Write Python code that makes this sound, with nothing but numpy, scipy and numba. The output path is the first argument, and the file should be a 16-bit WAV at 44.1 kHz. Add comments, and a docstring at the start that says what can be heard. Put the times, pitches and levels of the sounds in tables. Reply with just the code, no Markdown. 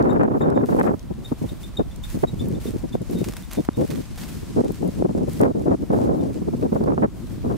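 """Gusts of wind thump and rasp on a hand-held camera's microphone as air swirls at its two openings.
Under them a steel mesh wagon is pulled along a concrete sidewalk: its tyres rumble and crunch grit,
loose metal ticks, and a dry wheel squeaks, mostly before the wagon has passed. The walker's trousers
swish, shoes scuff on sand, and a far road hums throughout."""
import sys
import numpy as np
from scipy import signal
from scipy.fft import rfft, irfft, next_fast_len
from scipy.io import wavfile
from scipy.ndimage import uniform_filter1d
from numba import njit

SR = 44100
rng = np.random.default_rng(int(sys.argv[2]) if len(sys.argv) > 2 else 0)


def pcm_store(signal):
    """Save signal as 16-bit PCM."""
    levels = np.round(np.clip(np.atleast_2d(signal), -1, 1) * 32767)
    wavfile.write(sys.argv[1], SR, levels.astype(np.int16).T)


N = 333837
T = np.arange(N) / SR
FREQ = np.maximum(np.fft.rfftfreq(next_fast_len(N, True), 1 / SR), 1)


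def undb(db):
    """Turn decibels into a number to multiply by."""
    return 10 ** (np.asarray(db) / 20)


def unit(x):
    """Scale a signal to an average (rms) size of 1."""
    return x / np.sqrt(np.mean(x ** 2))


def curves(table):
    """Join a table's timed points with straight lines, one curve a column."""
    times, *columns = np.transpose(table)
    return [np.interp(T, times, column) for column in columns]


def shape(x, gain):
    """Turn each frequency up or down by its own gain."""
    size = next_fast_len(N, True)
    return irfft(rfft(x, size) * gain, size)[..., :N]


def colour(x, points):
    """Give a sound the tone of a (pitch_hz, level_db) table, fading below its first row."""
    hz, db = np.transpose(points)
    gain = undb(np.interp(np.log(FREQ), np.log(hz), db))
    return shape(x, gain / np.hypot(1, (hz[0] / FREQ) ** 2 / 2))


def wander(per_s):
    """A curve of size about 1 that slides to a new random value per_s times a second."""
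    hold = max(int(SR / per_s), 20)
    steps = rng.standard_normal(N // 20 + 1)[np.arange(N) // hold]
    return unit(uniform_filter1d(steps, hold))


def pair(x, likeness):
    """Mix two signals into left and right: likeness 1 is the same, 0 unrelated, -1 opposite."""
    shared = np.sqrt((1 + likeness) / 2) * x[0]
    opposed = np.sqrt((1 - likeness) / 2) * x[1]
    return np.array([shared + opposed, shared - opposed])


def noise(likeness):
    """Plain hiss in stereo."""
    return pair(rng.standard_normal((2, N)), likeness)


def pan(db):
    """Gains that make the left side db louder than the right."""
    return undb(np.array([[.5], [-.5]]) * db)


# Gusts that hit the microphone: start_s, length_s, level_db
GUSTS = [(0, 0.18, -13.5), (0.195, 0.073, -13.5), (0.275, 0.107, -16.5), (0.408, .127, -14),
         (0.559, 0.091, -14.5), (0.688, .1, -15.5), (0.789, 0.029, -10), (0.834, 0.088, -13.5),
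         (0.904, 0.043, -18.5), (1.106, 0.019, -26), (1.317, 0.015, -21.5), (1.417, 0.046, -24.5),
         (1.517, 0.017, -28), (1.789, 0.031, -18.5), (2.143, 0.035, -27.5), (2.235, 0.014, -12.5),
         (2.334, .009, -24), (2.408, 0.18, -27), (2.656, .055, -28.5), (2.738, 0.029, -25.5),
         (2.837, 0.024, -21), (2.945, 0.014, -18), (3.009, 0.022, -24), (3.097, .135, -25),
         (3.264, .034, -24), (3.574, 0.037, -19), (3.775, .079, -17), (3.892, .12, -27.5),
         (4.566, 0.049, -11.5), (4.639, 0.029, -15.5), (4.692, 0.017, -20.5), (4.824, 0.067, -19),
         (4.985, 0.044, -22.5), (5.049, 0.015, -13.5), (5.092, 0.022, -17.5), (5.149, 0.096, -20.5),
         (5.406, 0.061, -6), (5.469, 0.051, -15.5), (5.549, 0.07, -19), (5.659, 0.092, -14),
         (5.903, 0.078, -14), (5.987, 0.177, -15), (6.165, 0.15, -20.5), (6.42, 0.0097, -21.5),
         (6.53, 0.022, -22), (6.623, 0.051, -18.5), (6.723, 0.022, -17.5), (6.767, 0.019, -24),
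         (6.807, .044, -17.5), (6.862, 0.083, -14.5), (7.024, 0.038, -11.5), (7.44, 0.12, -23.5)]
def gust_power(edge_s=0.0059, sag_db_per_s=9):
    """Each gust sets in at once, loses force while it lasts and drops away."""
    power = np.zeros(N)
    for start, length, db in GUSTS:
        span = slice(int(start * SR), int((start + length) * SR))
        power[span] += undb(db - sag_db_per_s * (T[span] - start)) ** 2
    edge = np.hanning(int(2 * edge_s * SR) + 3)
    return signal.fftconvolve(power, edge / edge.sum(), "same")


# The breeze between gusts: time_s, level_db
BREEZE = [(0, -27), (.85, -20.5), (.98, -49.5), (2.05, -51), (2.3, -42), (3.4, -51), (4.12, -50.5),
          (4.5, -33.5), (5.4, -31.5), (6.2, -32.5), (6.5, -30.5), (7.0, -23.5), (7.12, -36), (7.57, -40)]
# The wind's tone in a full gust, band by band: pitch_hz, level_db, growth_db_per_wind_db, likeness
WIND_BANDS = [(25, -25, -0.3, -0.2), (67.7, -5.5, 0.3, 0.1), (116, -1, .5, 0.11), (246.7, 4, 0.73, -0.13),
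              (410.5, 0.5, 1.13, -0.33), (620, -5, 1.54, -0.72), (1110, -17.5, 1.98, -0.8),
              (1680, -29.5, 2.5, -0.77), (1980, -40, 4, -0.86), (2950, -57, 4, -0.68),
              (4750, -75, -0.5, -0.32)]
# How the wind meets the turning camera: time_s, extra_rasp_db, extra_bass_db, left_minus_right_db
WIND_ANGLE = [(0, 3.5, 1, -1), (.9, 2, 0, -0.5), (1.6, -1, -1, 0), (2.4, 0, 5, 0), (3.3, -21.5, -3.5, 1.5),
              (3.9, -17, -2, 2), (5.3, -7.5, 2, 1), (6.7, -6.5, 0, 0), (7.5, 8.5, 3.5, 1.5)]
def wind(gain_db=-44, full_gust_db=-16.5, ceiling_db=6.5, rasp_hz=1000, bass_hz=110):
    """Air swirls at the microphone. Faster air makes smaller swirls, so highs swell more than bass."""
    breeze_db = curves(BREEZE)[0] - 1.5 + 5 * wander(40)
    power = np.maximum(gust_power(), undb(breeze_db) ** 2)
    # both openings feel the same gust, and each has its own small swirls
    strength_db = 10 * np.log10(power) - full_gust_db + 1.84 * wander(170)
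    strength_db = strength_db + 1.22 * np.array([wander(60), wander(60)])
    # the hardest gusts level off
    strength_db = -2 * np.logaddexp(-strength_db / 2, -ceiling_db / 2)
    centres, levels = np.transpose(WIND_BANDS)[:2]
    tone = undb(np.interp(np.log(FREQ), np.log(centres), levels)) * np.minimum(FREQ / centres[0], 1)
    rasp_db, bass_db, side_db = curves(WIND_ANGLE)
    out = 0
    for weights, (hz, _, growth, likeness) in zip(np.eye(len(WIND_BANDS)), WIND_BANDS):
        band = np.sqrt(np.interp(np.log(FREQ), np.log(centres), weights, right=0))
        angle_db = rasp_db / (1 + (rasp_hz / hz) ** 4) + bass_db / (1 + (hz / bass_hz) ** 4)
        out += shape(noise(likeness), band * tone) * undb(growth * strength_db + angle_db)
    return out * pan(side_db) * undb(gain_db) * np.sqrt(SR / 2)


# The tone of the rolling wagon: pitch_hz, level_db
RUMBLE_TONE = [(20, -19.5), (50, -11.5), (100, 8.5), (200, -9), (350, -9), (600, -8.5), (1200, -21),
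               (3000, -32)]
def tyre_rumble(level_db=-43.5, bump_db=2):
    """The tyres drum over rough concrete and shake the wagon bed."""
    return undb(level_db + bump_db * wander(14)) * unit(colour(noise(0.18), RUMBLE_TONE))


def gritty_hiss(grit_db=-8.5, grains_per_s=350, spread_db=13):
    """Smooth hiss with sharp grains of uneven size in it, for sand and cloth."""
    sizes = undb(spread_db * np.minimum(rng.exponential(size=(2, N)), 4))
    signs = rng.choice([-1, 1], (2, N))
    hits = rng.random((2, N)) < grains_per_s / SR
    grains = pair(sizes * signs * hits, likeness=0.28)
    return noise(likeness=0.31) + undb(grit_db) * unit(grains)


# The tone of cracking sand: pitch_hz, level_db
CRUNCH_TONE = [(400, -15), (1000, 1.5), (2000, 1.5), (3000, -0.5), (5000, 0), (8500, -2), (12000, -7.5),
               (15500, -15)]
def sand_crunch(level_db=-50, passes_s=4.25, speed_m_s=0.73, nearest_m=1.25, dull_db_per_m=-4.5):
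    """Sand cracks under the tyres, louder and brighter the nearer the wagon is."""
    along_m = speed_m_s * (T - passes_s)
    distance_m = np.hypot(along_m, nearest_m)
    sand = unit(colour(gritty_hiss(), CRUNCH_TONE))
    treble = shape(sand, np.interp(FREQ, [10000, 13000], [0, 1]))
    sand += treble * (undb(dull_db_per_m * (distance_m - nearest_m)) - 1)
    approach_db = -4 * np.maximum(-along_m / distance_m, 0)  # a little weaker before it passes
    return undb(level_db + approach_db + 1.7 * wander(30)) * nearest_m / distance_m * sand


# The tone of the far road: pitch_hz, level_db
ROAD_TONE = [(100, -34), (500, -7), (1000, 7), (1600, -1), (2500, -2.5), (5000, -11), (15000, -35)]
def far_road(level_db=-57, swell_db=0.5):
    """Far traffic and trees blend into a hush, the same on both sides."""
    return undb(level_db + swell_db * wander(2)) * unit(colour(noise(1), ROAD_TONE))


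# Ticks of loose metal and grit: start_s, level_db, pitch_hz, left_minus_right_db
TICKS = [(.026, -36, 4000, 6.5), (.234, -39, 6540, -1), (.131, -38, 11500, 4), (.502, -37, 5500, -9),
         (0.755, -39, 10000, 4), (.765, -32, 9500, 1), (.798, -29.5, 10000, 4), (0.994, -34.5, 5070, 2),
         (1.961, -36, 7940, 0), (2.485, -34, 12000, -3), (3.018, -37.5, 8000, -3), (3.110, -32, 12500, 0),
         (3.368, -34, 9000, -2), (3.533, -26, 11000, -9), (4.720, -30, 14000, 0), (4.877, -33, 10800, 1),
         (5.334, -30, 9400, 1), (5.413, -23, 9300, 1), (6.839, -44, 5030, 21)]
def metal_ticks(gain_db=-2, decay_s=0.0018, width_octaves=0.74):
    """Small hard things knock together, bright and with almost no ring."""
    out, t = np.zeros((2, N)), T[:2048]
    octaves = np.log2(np.maximum(np.fft.rfftfreq(len(t), 1 / SR), 1))
    for start, db, hz, side_db in TICKS:
        hump = 1 / (1 + ((octaves - np.log2(hz)) / width_octaves) ** 2)
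        crack = unit(irfft(rfft(rng.standard_normal((2, len(t)))) * hump))
        first = int(start * SR)
        out[:, first:first + len(t)] += undb(db + gain_db) * pan(side_db) * crack * np.exp(-t / decay_s)
    return out


# Squeaks of one wheel: middle_s, pitch_hz, level_db, half_length_s
SQUEAKS = [(0.103, 3720, -43, 0.026), (0.419, 3620, -41, 0.021), (0.568, 3660, -48.5, 0.049),
           (1.254, 3670, -33.5, 0.018), (1.493, 3668, -41, 0.011), (1.64, 3610, -38.5, .015),
           (1.773, 3690, -29.5, 0.0096), (1.918, 3565, -48.5, .018), (2.041, 3630, -34.5, 0.0095),
           (2.282, 3810, -37, 0.029), (2.402, 3530, -35, 0.02), (2.551, 3560, -46, 0.014),
           (2.67, 3620, -37, 0.013), (2.93, 3570, -42, 0.017), (3.176, 3710, -48, 0.068),
           (3.434, 3580, -48, 0.013), (3.57, 3630, -51, 0.046), (3.744, 3660, -50, 0.0305),
           (6.204, 3600, -54, .026)]
# The wheel is brightest while it faces the microphone: time_s, extra_overtones_db
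WHEEL_FACING = [(0, 7.5), (1.3, -1), (4, -6)]
def wheel_squeaks(glide=0.008, overtones_db=(-15, -21, -26), bite_db=12, echo_db=-8, echo_s=0.022):
    """A dry wheel catches on its axle and sings briefly; the surroundings give a short echo."""
    wobble = 1 + .016 * wander(700)
    grip = undb(2.5 * wander(300))
    out, facing_db = np.zeros(N), curves(WHEEL_FACING)[0]
    for middle, hz, db, half_length in SQUEAKS:
        span = np.flatnonzero(abs(T - middle) < half_length)
        progress = (T[span] - middle) / half_length  # from -1 to 1
        # the pitch rises as the wheel grips and sags as it lets go
        pitch_hz = hz * wobble[span] * (1 + glide * (2 * progress - 4 * progress ** 2))
        phase = 2 * np.pi * np.cumsum(pitch_hz) / SR
        overtones = sum(undb(level) * np.sin(k * phase) for k, level in enumerate(overtones_db, 2))
        # the first bite is the brightest part
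        tone = np.sin(phase) + undb(facing_db[span] - bite_db * progress) * overtones
        # it starts quickly and fades more slowly
        from_peak = np.clip(np.where(progress < 0, 1.77 * progress, progress), -1, 1)
        swell = np.cos(np.pi * from_peak / 2) ** 2
        out[span] += undb(db) * swell * grip[span] * tone
    t = T[:SR // 4]
    echo = rng.standard_normal((2, len(t))) * np.exp(-t / echo_s) * (t > .006)
    echo /= np.sqrt(np.sum(echo ** 2) / 2)
    return out + undb(echo_db) * signal.fftconvolve(out[None], echo, axes=1)[:, :N]


# Single big swirls of air that slap the microphone: start_s, level_db, pitch_hz
SLAPS = [(0.234, -2.5, 950), (0.486, -2, 560), (.575, -2, 690), (0.747, 1, 480), (.812, -4, 1340),
         (1.317, -9, 390), (1.795, -5, 580), (2.238, -2, 717), (2.952, -4, 570), (3.215, -8, 423),
         (3.595, -8.5, 360), (3.688, -6.5, 1100), (3.687, -2.5, 348), (4.639, -11, 540), (5.023, -2, 574),
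         (5.049, -9, 516), (5.149, -7.5, 514), (5.406, -6, 450), (5.434, 2, 670), (5.664, -7, 654),
         (5.681, -0.5, 454), (5.935, -2.5, 637), (5.988, -6, 686), (6.536, -15, 755), (6.727, -4.5, 490),
         (6.813, -3.5, 464), (6.859, -12, 606), (6.978, -8, 1040), (7.036, -2.5, 625)]
def wind_slaps(gain_db=-2, rise_cycles=0.943, sag=0.52, snap_db=2):
    """One swirl hits: the air pressure swings a time or two, slowing as it dies."""
    out, t = np.zeros((2, N)), T[:SR // 25]
    for (start, db, hz), start_phase in zip(SLAPS, rng.uniform(0, 2 * np.pi, len(SLAPS))):
        rise_s = rise_cycles / hz
        age = t / rise_s
        pitch_hz = hz * (1 - sag * (1 - np.exp(-age / 2)))
        phase = start_phase + 2 * np.pi * np.cumsum(pitch_hz) / SR
        # the smaller the swirl, the more left and right are out of step
        apart_rad = 2.23 * np.tanh(hz / 430)
        swell = (age * np.exp(1 - age)) ** 3
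        # a small, strong swirl comes to a sharp point, which snaps
        snap = undb(2 * db + snap_db) * (hz / 1000) ** 2 * np.exp(-abs(t - rise_s) / .00015)
        swing = (swell + snap) * np.sin([phase, phase + apart_rad])
        first = int(start * SR)
        out[:, first:first + len(t)] += undb(db + gain_db) * swing
    return out


# Trouser legs brushing past each other: start_s, length_s, level_db
SWISHES = [(0.644, 0.22, -49), (1.227, 0.092, -53.5), (1.37, 0.31, -54), (2.025, .2, -47.5),
           (2.353, 0.11, -57), (2.591, 0.11, -46.5), (2.77, 0.03, -51.5), (2.912, 0.029, -55),
           (3.01, 0.04, -65), (3.112, 0.34, -48), (3.49, 0.16, -53), (3.752, 0.26, -49.5),
           (4.146, 0.26, -48.5), (4.73, .22, -55), (5.262, 0.18, -48.5), (5.92, 0.13, -53),
           (6.55, 0.084, -60.5), (7.185, 0.19, -56)]
# The tone of rubbing cloth: pitch_hz, level_db
CLOTH_TONE = [(400, -4), (1000, 1), (2000, 2.5), (3000, 0.5), (5000, -1), (8500, -0.5), (12000, -2.5),
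              (15500, -4)]
def trouser_swishes(gain_db=0.64, flicker_db=2.4, rise_s=0.015, fade_s=0.026):
    """Cloth rubs with each stride: it sets in, is strongest in mid swing and dies away."""
    rub = np.zeros(N)
    for start, length, db in SWISHES:
        first = int(start * SR)
        t = T[:min(SR, N - first)]
        arch_db = 1.5 * np.sin(np.pi * np.minimum(t / length, 1))
        rise = np.minimum(t / rise_s, 1)
        fade = np.exp(-np.maximum(t - length, 0) / fade_s)
        rub[first:first + len(t)] += undb(db + arch_db) * rise * fade
    return rub * undb(gain_db + flicker_db * wander(50)) * unit(colour(gritty_hiss(), CLOTH_TONE))


def burst(start_s, decay_s):
    """A level that jumps up and dies away."""
    out, first = np.zeros(N), int(start_s * SR)
    t = T[:min(SR // 4, N - first)]
    out[first:first + len(t)] = np.exp(-t / decay_s)
    return out


# Soles scraping the concrete: start_s, level_db, decay_s, left_minus_right_db
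SCUFFS = [(2.611, -51, 0.022, 2), (3.242, -35, 0.0056, 0), (3.286, -37, 0.0065, 0), (3.324, -40, 0.0033, 0),
          (3.336, -31.5, 0.0017, 0), (3.367, -38, 0.0049, 0), (3.512, -39.5, 0.011, -1),
          (3.526, -40, 0.013, 0), (3.548, -40.5, 0.0099, -2), (3.65, -41, 0.0048, -4),
          (3.81, -42.5, 0.0089, -2), (3.904, -38.5, 0.021, -9), (3.95, -50.5, 0.039, -13.5),
          (4.175, -40.5, 0.028, -1), (4.23, -46, 0.034, 0), (5.621, -49, .005, 0), (6.33, -52, 0.011, -3),
          (6.611, -54, 0.025, -11)]
# The tone of a scrape: pitch_hz, level_db
SCUFF_TONE = [(400, 12), (1200, 8.5), (2500, 5.5), (4500, 3), (8000, 0.5), (12000, -3), (15500, -4)]
def shoe_scuffs(gain_db=3, grain_db=3):
    """A sole drags sand across the concrete in uneven slips."""
    push = sum(undb(db) * pan(side_db) * burst(start, decay) for start, db, decay, side_db in SCUFFS)
    return undb(gain_db + grain_db * wander(600)) * push * unit(colour(noise(1), SCUFF_TONE))


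def scene():
    """The wagon and the walker outdoors, under the wind."""
    throughout = wind() + tyre_rumble() + sand_crunch() + far_road()
    return throughout + metal_ticks() + wheel_squeaks() + wind_slaps() + trouser_swishes() + shoe_scuffs()


@njit
def follow(x, rise_s, fall_s):
    """Track a level smoothly, at one speed going up and another coming down."""
    out, level = np.empty(len(x)), 0.
    for i in range(len(x)):
        level += (x[i] - level) / (SR * (rise_s if x[i] > level else fall_s))
        out[i] = level
    return out


def record(dry, turn_down_above_db=-16, turn_down_share=0.38, top_hz=15600):
    """The camera turns itself down in strong gusts, rounds the peaks and cuts the highest treble."""
    level = follow(abs(dry).max(axis=0), rise_s=0.01, fall_s=0.23)
    excess = np.maximum(level / undb(turn_down_above_db), 1)
    turned_down = dry * excess ** -turn_down_share
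    rounded = .95 * np.tanh(turned_down / .95)
    return signal.sosfilt(signal.ellip(10, .2, 80, top_hz, fs=SR, output="sos"), rounded)


dry = scene()
out = record(dry)
pcm_store(out)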